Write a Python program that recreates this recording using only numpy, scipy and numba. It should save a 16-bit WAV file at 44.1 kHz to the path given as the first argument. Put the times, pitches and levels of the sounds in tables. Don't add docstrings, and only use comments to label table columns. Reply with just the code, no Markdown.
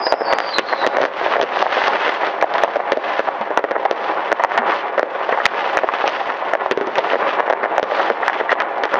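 import sys
import numpy as np
from scipy import signal
from scipy.fft import rfft, irfft
from scipy.io import wavfile
from scipy.ndimage import uniform_filter1d, minimum_filter1d
from numba import njit

SR = 44100
rng = np.random.default_rng(int(sys.argv[2]) if len(sys.argv) > 2 else 0)


def to_wav(s):
    ch = np.atleast_2d(s).T
    pcm = np.round(np.clip(ch, -1, 1) * 32767)
    wavfile.write(sys.argv[1], SR, pcm.astype(np.int16))


N = 396459

# (peak time [s], half-length [s], level [dB])
FAR_SALVOS = [(.38, 0.066, -19), (.82, 0.065, -19.5), (.98, 0.059, -19.5), (1.36, 0.071, -19.5),
              (1.63, 0.12, -23.5), (1.91, 0.036, -14.5), (2.25, 0.03, -42), (2.56, 0.11, -22.5),
              (3.92, 0.049, -23.5), (4.2, 0.42, -29.5), (4.66, 0.086, -17.5), (5.32, 0.039, -23),
              (5.52, 0.052, -21.5), (5.85, 0.17, -24.5), (6.42, 0.042, -38), (6.62, 0.076, -22.5),
              (7.02, 0.064, -19), (7.24, 0.036, -17), (7.5, 0.13, -22.5), (7.97, 0.24, -25),
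              (8.33, 0.043, -19), (8.6, 0.062, -19.5), (8.97, 0.03, -16)]
# (peak time [s], half-length [s], level [dB], sizzle [dB])
STAR_CLOUDS = [(0.456, 0.071, -30.5, 0), (0.783, 0.12, -35.5, 6), (1.035, 0.033, -29, 2),
               (1.31, 0.091, -25, -5.5), (1.616, 0.069, -27, 0), (1.734, 0.016, -22, -4),
               (1.844, 0.099, -23, -0.5), (2.068, 0.083, -27, -5.5), (2.253, 0.066, -32.5, -3),
               (2.618, 0.12, -30.5, -6), (3.144, 0.15, -32.5, -6), (4.04, 0.11, -37, -1),
               (4.352, 0.11, -34.5, -17), (4.537, 0.025, -25.5, -21), (4.739, 0.047, -25.5, -4.5),
               (5.383, 0.053, -44, -11), (5.644, 0.31, -31, -6), (5.947, 0.041, -28, -24),
               (6.088, 0.037, -28, -3.5), (6.183, 0.1, -37.5, 0), (6.4, 0.33, -38, -12),
               (7.096, 0.12, -31.5, -2), (7.322, 0.09, -31.5, -30), (7.998, 0.1, -29.5, -1.5),
               (8.315, 0.11, -31.5, -19), (8.52, 0.015, -23.5, -16), (9, 0.059, -29, -14)]
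# (frequency [Hz], level [dB])
CRACKLE_SPECTRUM = [(30, -68), (150, -18), (400, 6), (800, 11.5), (1300, 9.5), (1900, 8.5), (2300, 2.5),
                    (3300, 0), (3900, -9), (5000, -17.5), (6300, -25), (7200, -51)]
ROAR_BED_DB, CRACKLE_BED_DB = -27.5, -43.5
BLAST_GAIN = np.sqrt(.003 * SR)


def shells(trunks_db=-12, trunks_dull_db=-7, woods_db=-17):
    # (time [s], level [dB], body pitch [Hz], bark [dB], crack [dB],
    # microphone overload thud [dB], branch scatter [dB], reflection lag [ms], reflection [dB])
    bursts = [(0.0663, -9, 652, -9.5, -15.5, -5, 12, 6.1, -4),
              (0.123, 3.5, 656, -6.5, -7, -10, 7, 15.6, -4), (0.208, -8.5, 585, -2.5, -27, 8, 2, 9, 3),
              (0.3076, -11, 725, -4, -17, -3, -6, 8.5, -18), (0.3262, -4, 625, 0.5, 0, 14, 10, 7.8, 4.5),
              (0.3857, -3, 780, 11, 10.5, 6.5, -13, 16.8, -2), (0.5838, -3.5, 490, 4, 10, 22, 6.5, 8.9, 2),
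              (0.727, -9, 695, 2, -17, -29, 3, 7.9, 5.5), (0.8385, -13, 770, 8, -18, 6, 7.5, 7.5, 7),
              (0.8649, -2, 537, 1, 5, 11, 2, 8.0, 0), (0.9355, -15.5, 650, -2, -11, -10, -2, 8.5, -8),
              (0.9691, -4, 580, 4.5, -3.5, 1, -7.5, 16, -6.5),
              (0.9837, -2.5, 620, -3.5, -9, -3, -1, 18, 0.5), (1.0152, -3, 570, -1.5, -0.5, 15, 2, 8, -3.5),
              (1.031, -3.5, 540, 7, -3, 8, -10, 7.3, 3), (1.0519, -1.5, 553, 10, 3.5, 2, -14, 7.8, -6),
              (1.2124, -13.5, 694, -2, -14, -15.5, 1, 6.1, -9),
              (1.2619, -6, 660, 0.5, -20, -19, 3, 19.6, -5), (1.3568, -10, 610, 5, -13, -3.5, -1, 8.5, 7),
              (1.3815, -7, 650, -12, -13, -13, -8, 8.5, -5), (1.3987, 0.5, 735, -18, -24, 7, -10, 7.1, -8),
              (1.4133, -1, 614, 5.5, 9.5, 25, 0, 12.4, -5), (1.4299, -3.5, 497, -3, 2, -3, 0, 8, -2),
              (1.5706, -11.5, 700, 1, -18, -8, 2, 8.5, -7), (1.6168, -13, 765, -0.5, 1, -20.5, 8, 3.3, 1),
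              (1.6252, 0.5, 780, -6, -4, -24, -10, 7.8, -20),
              (1.6572, -5, 800, -2.5, -19, -15, -1, 7.9, 4.5), (1.7681, -8, 566, -2, -11, -7.5, 6, 9.5, -1),
              (1.8169, -7.5, 810, 13, -14, -14, 1, 9.6, -23), (1.8713, -14, 650, 4, 11, -16, 12.5, 9.3, 10),
              (2.064, -14, 616, -2, -16, -15, 3, 15, 2), (2.208, -19, 700, 5, -13, -9.5, 9, 8.1, 3),
              (2.2324, -11, 816, 4, -26, -8, 6, 9.3, -7.5), (2.2726, -17, 533, 5.5, -15, 5, 5, 8.1, -2),
              (2.4248, 2, 710, -4, -12, -10, 5.5, 16.2, -0.5), (2.5505, -11, 800, 3, -7, -2, 5, 5.9, -4),
              (2.5816, -10.5, 950, 10.5, 5, 0, 4, 7.3, -7), (2.6356, 3, 713, -4, -7.5, 6, 1.5, 8.9, -3.5),
              (2.758, -7.5, 603, -7, -8, -31, 7, 8.7, 2), (2.7927, -13, 765, -0.5, -20, -9, 1, 8.2, 6),
              (2.9199, -2.5, 570, -3, -0.5, -12, 8, 10.6, -2.5),
              (2.9714, -4, 604, -10, -11.5, -6, -1, 8.0, -9),
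              (3.193, -6.5, 560, 4, -12.5, -5, 2.5, 9.2, -0.5),
              (3.2727, -16.5, 830, 0, -14, 10, 11, 14.4, 10), (3.4118, -13.5, 724, -4, -4, -4, 8, 8.5, -14),
              (3.5046, -13.5, 730, -5, -15.5, 1, -3, 6.7, 0.5), (3.574, 3, 614, 0.5, -7.5, 9, 3, 18, -7),
              (3.6403, -2, 605, -0.5, -12.5, 5, 0, 7.3, -3), (3.7099, -8.5, 580, 2, -3.5, 6, 0, 5.9, 2),
              (3.7545, -13, 650, 4.5, -31, -7, 4.5, 8.9, 6.5),
              (3.852, -6, 825, -5.5, -8.5, -10, 9, 7.8, 4.5),
              (3.911, 1, 593, -4.5, -1.5, -9, 2, 14.4, -8.0), (4.3173, -5, 614, 1, -2.5, -13, -1.5, 9, 6),
              (4.3955, -10, 740, 1.5, -13, -8, 8, 12, -0.5), (4.437, 0.5, 825, 4, -4.5, 1, 0, 9.8, 3.5),
              (4.5083, -13.5, 760, 6.5, -10, 18, 5, 9.8, 6), (4.545, -15.5, 700, 9, -14, -10, 4, 7.1, -4),
              (4.5766, -3, 775, 4.5, 3, -14, 10.5, 8.7, 1), (4.6193, -5, 600, 7, -15, -3, -10, 9.8, -7),
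              (4.7192, -6.5, 820, 12, 0.5, -18, 4.5, 17.3, -5.5),
              (4.978, -8.5, 650, -1.5, -9, -20, 10.5, 5.5, 2.5),
              (4.994, 2, 680, -1, -6.5, 0, -3, 16.7, -11), (5.0292, 1.5, 580, -1, -11, -16, -9, 16, -20),
              (5.2898, -11, 644, -1.5, -18, -3, 8, 4.7, -5), (5.3239, -9, 660, -2, -17, -14, 12, 21, -1),
              (5.3742, -10, 860, 2, -15, -17, 3, 12, 0), (5.401, -9.5, 710, 13, -27, -7, 0, 17.6, -5),
              (5.7713, 0, 663, 8, -0.5, -3, -3, 17, -2), (5.834, -3, 640, -4.5, -15, -11, 5, 7.8, 3.5),
              (5.888, -0.5, 1080, 4, -12, 7, -9, 7, -13), (6.0398, -8, 660, -7, -30, 2, 6, 16, -7),
              (6.069, -14.5, 720, -10, -7, 13, 5, 8.7, 4), (6.2037, -16.5, 840, -7, -36, -15, 4, 8.6, -0.5),
              (6.2905, -16.5, 620, 12, -23, 4, 2, 11, 5), (6.4233, -11.5, 790, -12, -31, -26, -8, 17, -19),
              (6.535, -4, 684, 2.5, -7.5, -2, 1, 16.5, 4),
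              (6.6603, -4.5, 790, -3.5, -14, -17.5, -2, 6.8, -14),
              (6.7118, -1, 470, 0, 2.5, 11, 3.5, 8, -0.5), (6.774, -3, 477, -4, -7, 13, 0, 8.4, -12),
              (6.811, -7, 460, 0, -8, 5, -7, 7.8, -5), (6.871, -15, 460, -12, -2, 9, -1, 9.3, -17.5),
              (6.9826, -5, 636, -5.5, -0.5, 12, 11.5, 7.7, 2.5),
              (7.0419, -17, 640, -6, -17.5, -7, -11.5, 8.5, -2),
              (7.1119, -14.5, 616, 3, -6.5, -2, 5.5, 8.3, -4.5),
              (7.1321, -9, 594, -2.5, -17, -35, 9, 10.7, 3.5),
              (7.1549, -2.5, 573, -1.5, -15, -26, -5, 8.6, -5),
              (7.216, -15, 553, 3.5, -16, -7, 4, 13.6, -10), (7.3956, -9, 675, 0, -9.5, -18.5, 6, 8.3, 5),
              (7.4777, -9, 696, 0, -18, -12, -3, 8.5, -4), (7.499, -2, 706, -4.5, -7, -23, 11, 7.7, 2.5),
              (7.526, -0.5, 666, 4.5, -5, -2.5, -9, 7.8, -0.5),
              (7.6316, -13, 615, 5.5, -7, 16, 6.5, 8.3, 7),
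              (7.6494, -9.5, 704, 6.5, -9.5, -6, -0.5, 8.4, 2), (7.7803, 1, 695, -2.5, -5, -28, 1, 15, -1),
              (7.8286, -1, 546, -1.5, 0.5, 20, -2, 9.6, -8.5),
              (7.9188, -9, 650, -2, -14, -16.5, -2, 8.5, -7),
              (7.9954, -10.5, 760, 7, -8, -18, 5.5, 7.4, -1),
              (8.0535, -18.5, 750, 16, -16, -8, 1.5, 8.5, -4),
              (8.1008, 0, 540, -4.5, -16, -36, -2, 8.7, -1),
              (8.2284, -15, 730, 2.5, -25, -4, 10.5, 6.6, -4.5),
              (8.2802, -2, 870, 12.5, -5, -10, 1, 17.3, -1),
              (8.3993, -12, 553, -1.5, -17, -15, 16, 11.3, 4),
              (8.4925, -12.5, 810, 14, -9, -11, 2, 17.4, -5), (8.519, -5, 634, 5, -11, -28, 4.5, 8, 7),
              (8.602, -6.5, 710, 12.5, 7, 18, 5.5, 18, -1.5),
              (8.7807, -15, 734, -8, -10, -7, -6, 7.2, -13.5),
              (8.8357, -9.5, 576, 4.5, 5, -4, 4.5, 17.8, -3.5),
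              (8.941, -3.5, 637, 6.5, -4, 12, -7, 14.6, 0)]
    out = np.zeros(N)
    for s, db, body_hz, bark_db, crack_db, mic_thud_db, branch_db, lag_ms, echo_db in bursts:
        gain = undb(db) * BLAST_GAIN
        direct = gain * blast(body_hz, bark_db, crack_db, mic_thud_db)
        add(out, s, direct)
        reflection = gain * blast(body_hz, bark_db, crack_db - 3, mic_thud_db - 4)
        add(out, s + lag_ms / 1000, undb(echo_db) * reflection)
        upper_mids = filtered(direct, [900, 2800], "band")
        add(out, s, undb(branch_db) * signal.fftconvolve(upper_mids, scatter(.078, .00049)))
        off_trunks = gain * blast(body_hz, trunks_dull_db, 2 * trunks_dull_db, mic_thud_db)
        add(out, s, undb(trunks_db) * signal.fftconvolve(off_trunks, scatter(.35, .004)))
    return out + undb(woods_db) * through(filtered(out, 1300), scatter(t60=.84, build_s=.012))


def blast(body_hz, bark_db, crack_db, mic_thud_db):
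    # (frequency [Hz], level [dB])
    blast_spectrum = [(30, -47), (100, -43), (170, -26.5), (260, -10), (380, -2.5), (500, 4.5), (620, 7.5),
                      (760, 2), (1200, -10), (1850, -8.5), (2400, -18), (3300, -17.5), (4600, -25.5),
                      (6200, -32.5), (7400, -59.5)]
    hz, db = np.transpose(blast_spectrum)
    db = db + np.interp(hz, [100, 260, 750, 1200, 2000, 3000],
                        [mic_thud_db, 0, 0, bark_db, bark_db, crack_db])
    hz = hz * (body_hz / 650) ** np.clip(2 - hz / 1000, 0, 1)
    report = pulse(np.column_stack([hz, db]), ripple_db=2.5)
    for ring_hz, width_hz in (body_hz, 1400), (2800, 1300), (4300, 900):
        report = ring(report, ring_hz, width_hz)
    return report


def close_stars(lag_s=.016, echo_db=-9):
    # (time [s], level [dB], bark pitch [Hz], treble [dB])
    splits = [(0.0653, -27, 2580, 15), (1.591, -18, 1600, -5), (1.744, -23, 1700, -9),
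              (1.9068, -25, 1700, -9), (2.0793, -16, 1710, -15), (2.212, -24, 2300, -11),
              (2.268, -23, 2410, 1), (2.413, -18.5, 2280, 1), (2.5387, -20, 2900, 1),
              (3.192, -22.5, 2520, -1), (4.52, -24, 2500, -10), (5.3223, -20, 2200, -12),
              (5.7097, -32, 1700, -15), (5.778, -8, 2400, -10), (5.9378, -23, 1600, -14),
              (5.985, -25, 2000, -12), (6.077, -14.5, 2400, 2), (6.9556, -18, 1800, -9),
              (7.1017, -17, 2900, -11), (7.4696, -20, 1520, -25), (7.913, -24, 1700, -12),
              (8.3306, -14, 1700, -22), (8.506, -27, 2700, 1)]
    out = np.zeros(N)
    for s, db, bark_hz, treble_db in splits:
        spectrum = [(150, -45), (700, -14), (bark_hz, 0),
                    (4000, treble_db - 11), (6200, treble_db - 22), (7400, -48)]
        snap = ring(pulse(spectrum, ripple_db=4), bark_hz, width_hz=1600)
        snap = snap + .5 * through(snap, scatter(t60=.027, build_s=.0005))
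        snap = undb(db) * BLAST_GAIN * snap / np.linalg.norm(snap)
        add(out, s, snap)
        add(out, s + lag_s, undb(echo_db) * snap)
    return out


def firecracker():
    # (time [s], level [dB], tear decay [s], body pitch [Hz], body [dB])
    reports = [(5.4546, 4, .017, 1200, -9), (5.4627, 1, .006, 950, 0)]
    out = np.zeros(N)
    for s, db, t60, body_hz, body_db in reports:
        gain = undb(db) * BLAST_GAIN
        tear = filtered(scatter(t60, build_s=.0009), [1100, 2800], "band")
        add(out, s, gain * tear / np.linalg.norm(tear))
        add(out, s, gain * undb(body_db) * blast(body_hz, bark_db=7, crack_db=0, mic_thud_db=-15))
    return out


def mortars(t60=.15, rise_s=.003):
    # (time [s], pitch [Hz], level [dB])
    launches = [(3.405, 218, -25), (4.589, 237, -11.5), (6.714, 383, -15), (6.776, 380, -14),
                (6.815, 394, -21), (6.869, 370, -21)]
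    out, t = np.zeros(N), np.arange(SR // 2) / SR
    for s, hz, db in launches:
        add(out, s, undb(db) * np.sin(2 * np.pi * hz * t) * rise_and_decay(t, rise_s, t60))
    return out


def whistles(waver=.0078, sputter_db=1.5, rasp_db=-3, smear_db=-9):
    # (peak time [s], half-length [s], pitch at peak [Hz], fall [Hz/s], level [dB])
    glides = [(0.068, 0.038, 4920, 920, -27), (0.146, 0.1, 5150, 397, -40),
              (0.304, 0.032, 4580, 299, -28.5), (0.443, 0.076, 4710, 1290, -32.5),
              (0.56, 0.025, 4080, 2370, -24.5), (0.72, 0.046, 4210, 1110, -34),
              (0.81, 0.047, 3950, 2350, -33.5), (.94, .03, 3920, 500, -41)]
    out, size = np.zeros(N), int(1.4 * SR)
    for peak_s, half_s, peak_hz, fall_hz_per_s, db in glides:
        t = np.arange(size) / SR - peak_s
        hz = (peak_hz - fall_hz_per_s * t) * (1 + waver * wander(200, size))
        phase = 2 * np.pi * np.cumsum(hz) / SR
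        rasp = wander(500, size) * np.cos(phase) + wander(500, size) * np.sin(phase)
        envelope = undb(db + sputter_db * wander(60, size)) * np.exp(-.5 * (t / half_s) ** 2)
        tone = envelope * (np.sin(phase) + undb(rasp_db) * rasp)
        add(out, 0, tone + undb(smear_db) * through(tone, scatter(t60=.14, build_s=.005)))
    return out


def far_reports(db=-32, lag_s=.0074, salvo_share=.33):
    knocks = through(pops(60, spread_db=1.3), blast(750, bark_db=0, crack_db=-10, mic_thud_db=-14))
    swell_db = salvo_share * (swells(FAR_SALVOS, ROAR_BED_DB) - ROAR_BED_DB)
    return undb(db + swell_db) * unit(knocks + np.roll(knocks, int(lag_s * SR)))


def star_snaps(trim_db=-1, lag_s=.007, echo_db=-5):
    power = tails(pops(45, spread_db=1.8) ** 2, fade_s=.0054)
    power = power + undb(echo_db) ** 2 * np.roll(power, int(lag_s * SR))
    grit = through(rng.standard_normal(N), pulse(CRACKLE_SPECTRUM))
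    return undb(swells(STAR_CLOUDS, CRACKLE_BED_DB) + trim_db) * unit(np.sqrt(power) * grit)


def sizzle(trim_db=-8):
    # (frequency [Hz], level [dB])
    sizzle_spectrum = [(1200, -33.5), (2600, -11.5), (3400, 4.5), (4600, -0.5), (6400, -16.5),
                       (7200, -35.5)]
    cloud_tops = [(s, half_s, db + sizzle_db) for s, half_s, db, sizzle_db in STAR_CLOUDS]
    spitting = unit(through(pops(4000, spread_db=2), pulse(sizzle_spectrum)))
    return undb(swells(cloud_tops, bed_db=-60) + trim_db) * spitting


def far_crackle(trim_db=7.5, flurries_per_s=55):
    sparks = pops(1300, spread_db=2.8)
    starts = rng.random(N) < flurries_per_s / SR
    flurries = np.sqrt(tails(starts, fade_s=.005) + .11)
    crackle = through(sparks * flurries, pulse(CRACKLE_SPECTRUM))
    crackle = unit(crackle + .5 * through(crackle, scatter(t60=.042, build_s=.0032)))
    return crackle * undb(swells(STAR_CLOUDS, CRACKLE_BED_DB) + trim_db)


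def far_roar(trim_db=3.5, blur_db=-3, flutter_db=1.48):
    # (frequency [Hz], level [dB])
    roar_spectrum = [(25, -75), (70, -52.5), (150, -25.5), (230, -16), (340, -8), (540, 1), (720, 0),
                     (930, 1.5), (1200, -6), (1900, -11), (2400, -18.5), (4000, -37), (7000, -82)]
    roar = through(pops(900, spread_db=2.8), pulse(roar_spectrum))
    roar = unit(roar + undb(blur_db) * through(roar, scatter(t60=.46, build_s=.00056)))
    return roar * undb(swells(FAR_SALVOS, ROAR_BED_DB) + trim_db + flutter_db * wander(30))


def swells(table, bed_db):
    t = np.arange(N) / SR
    power = sum(undb(db) ** 2 * np.exp(-((t - s) / half_s) ** 2) for s, half_s, db, *_ in table)
    return 10 * np.log10(power + undb(bed_db) ** 2)


def pops(per_s, spread_db):
    fires = rng.random(N) < per_s / SR
    spikes = fires * undb(spread_db * np.minimum(rng.exponential(size=N), 5))
    return unit(spikes - spikes.mean())


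def pulse(spectrum, ripple_db=0, size=2048):
    bins_hz = np.maximum(np.arange(size // 2 + 1) * SR / size, 1)
    hz, db = np.transpose(spectrum)
    ripple = np.interp(bins_hz, np.geomspace(100, 8000, 32), rng.standard_normal(32))
    db = np.interp(np.log(bins_hz), np.log(hz), db) + ripple_db * ripple
    cepstrum = irfft(db * np.log(10) / 20)
    cepstrum[1:size // 2] *= 2
    cepstrum[size // 2 + 1:] = 0
    pressure = irfft(np.exp(rfft(cepstrum)))
    return pressure / np.linalg.norm(pressure)


def ring(x, hz, width_hz):
    radius = np.exp(-np.pi * width_hz / SR)
    poles = [1, -2 * radius * np.cos(2 * np.pi * hz / SR), radius * radius]
    return signal.lfilter(poles[::-1], poles, x)


def scatter(t60, build_s):
    t = np.arange(int(t60 * SR)) / SR
    echoes = rng.standard_normal(len(t)) * rise_and_decay(t, build_s, t60)
    return echoes / np.linalg.norm(echoes)


def rise_and_decay(t, rise_s, t60):
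    return np.exp(-np.log(1000) * t / t60) * (1 - np.exp(-t / rise_s))


def tails(spikes, fade_s):
    return signal.lfilter([1], [1, -np.exp(-1 / (fade_s * SR))], spikes)


def wander(per_s, size=N):
    step = int(SR / per_s)
    stairs = np.repeat(rng.standard_normal(size // step + 1), step)
    return unit(uniform_filter1d(stairs, step)[:size])


def filtered(x, hz, kind="low"):
    return signal.sosfilt(signal.butter(2, hz, kind, fs=SR, output="sos"), x)


def through(x, response):
    return signal.fftconvolve(x, response)[:len(x)]


def add(out, s, x):
    start = int(np.clip(s * SR, 0, N))
    out[start:start + len(x)] += x[:N - start]


def undb(db):
    return 10 ** (np.asarray(db) / 20)


def unit(x):
    return x / np.sqrt(np.mean(x ** 2))


def scene():
    near = shells() + close_stars() + firecracker() + mortars() + whistles()
    far = far_reports() + star_snaps() + sizzle() + far_crackle() + far_roar()
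    return (near + far)[None]


@njit
def follow(x, attack, release):
    out, level = np.empty(len(x)), 0.
    for i in range(len(x)):
        level += (x[i] - level) * (attack if x[i] > level else release)
        out[i] = level
    return out


def gain_control(x, knee_db=-7.5, ceiling_db=2, attack_s=.00059, hold_s=.0075, release_s=.095):
    rectified = np.minimum(np.abs(x), undb(ceiling_db))
    level = follow(rectified, 1 / (attack_s * SR), 1 / (release_s * SR))
    gain = 1 / np.maximum(level / undb(knee_db), 1)
    half_hold = int(hold_s * SR / 2)
    held = minimum_filter1d(gain, 2 * half_hold + 1, origin=half_hold)
    return x * uniform_filter1d(held, int(.0012 * SR) + 1)


def record(dry, band_hz=7500, soft_hz=12500, top_hz=16000):
    narrow = signal.ellip(6, .3, 60, band_hz, fs=SR, output="sos")
    ducked = gain_control(signal.sosfilt(narrow, dry[0]))
    overloaded = signal.sosfilt(narrow, np.clip(ducked, -1, 1))
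    softened = filtered(np.clip(overloaded, -1, 1), soft_hz)
    top_cut = signal.ellip(8, .2, 70, top_hz, fs=SR, output="sos")
    return signal.sosfilt(top_cut, softened)[None]


dry = scene()
out = record(dry)
to_wav(out)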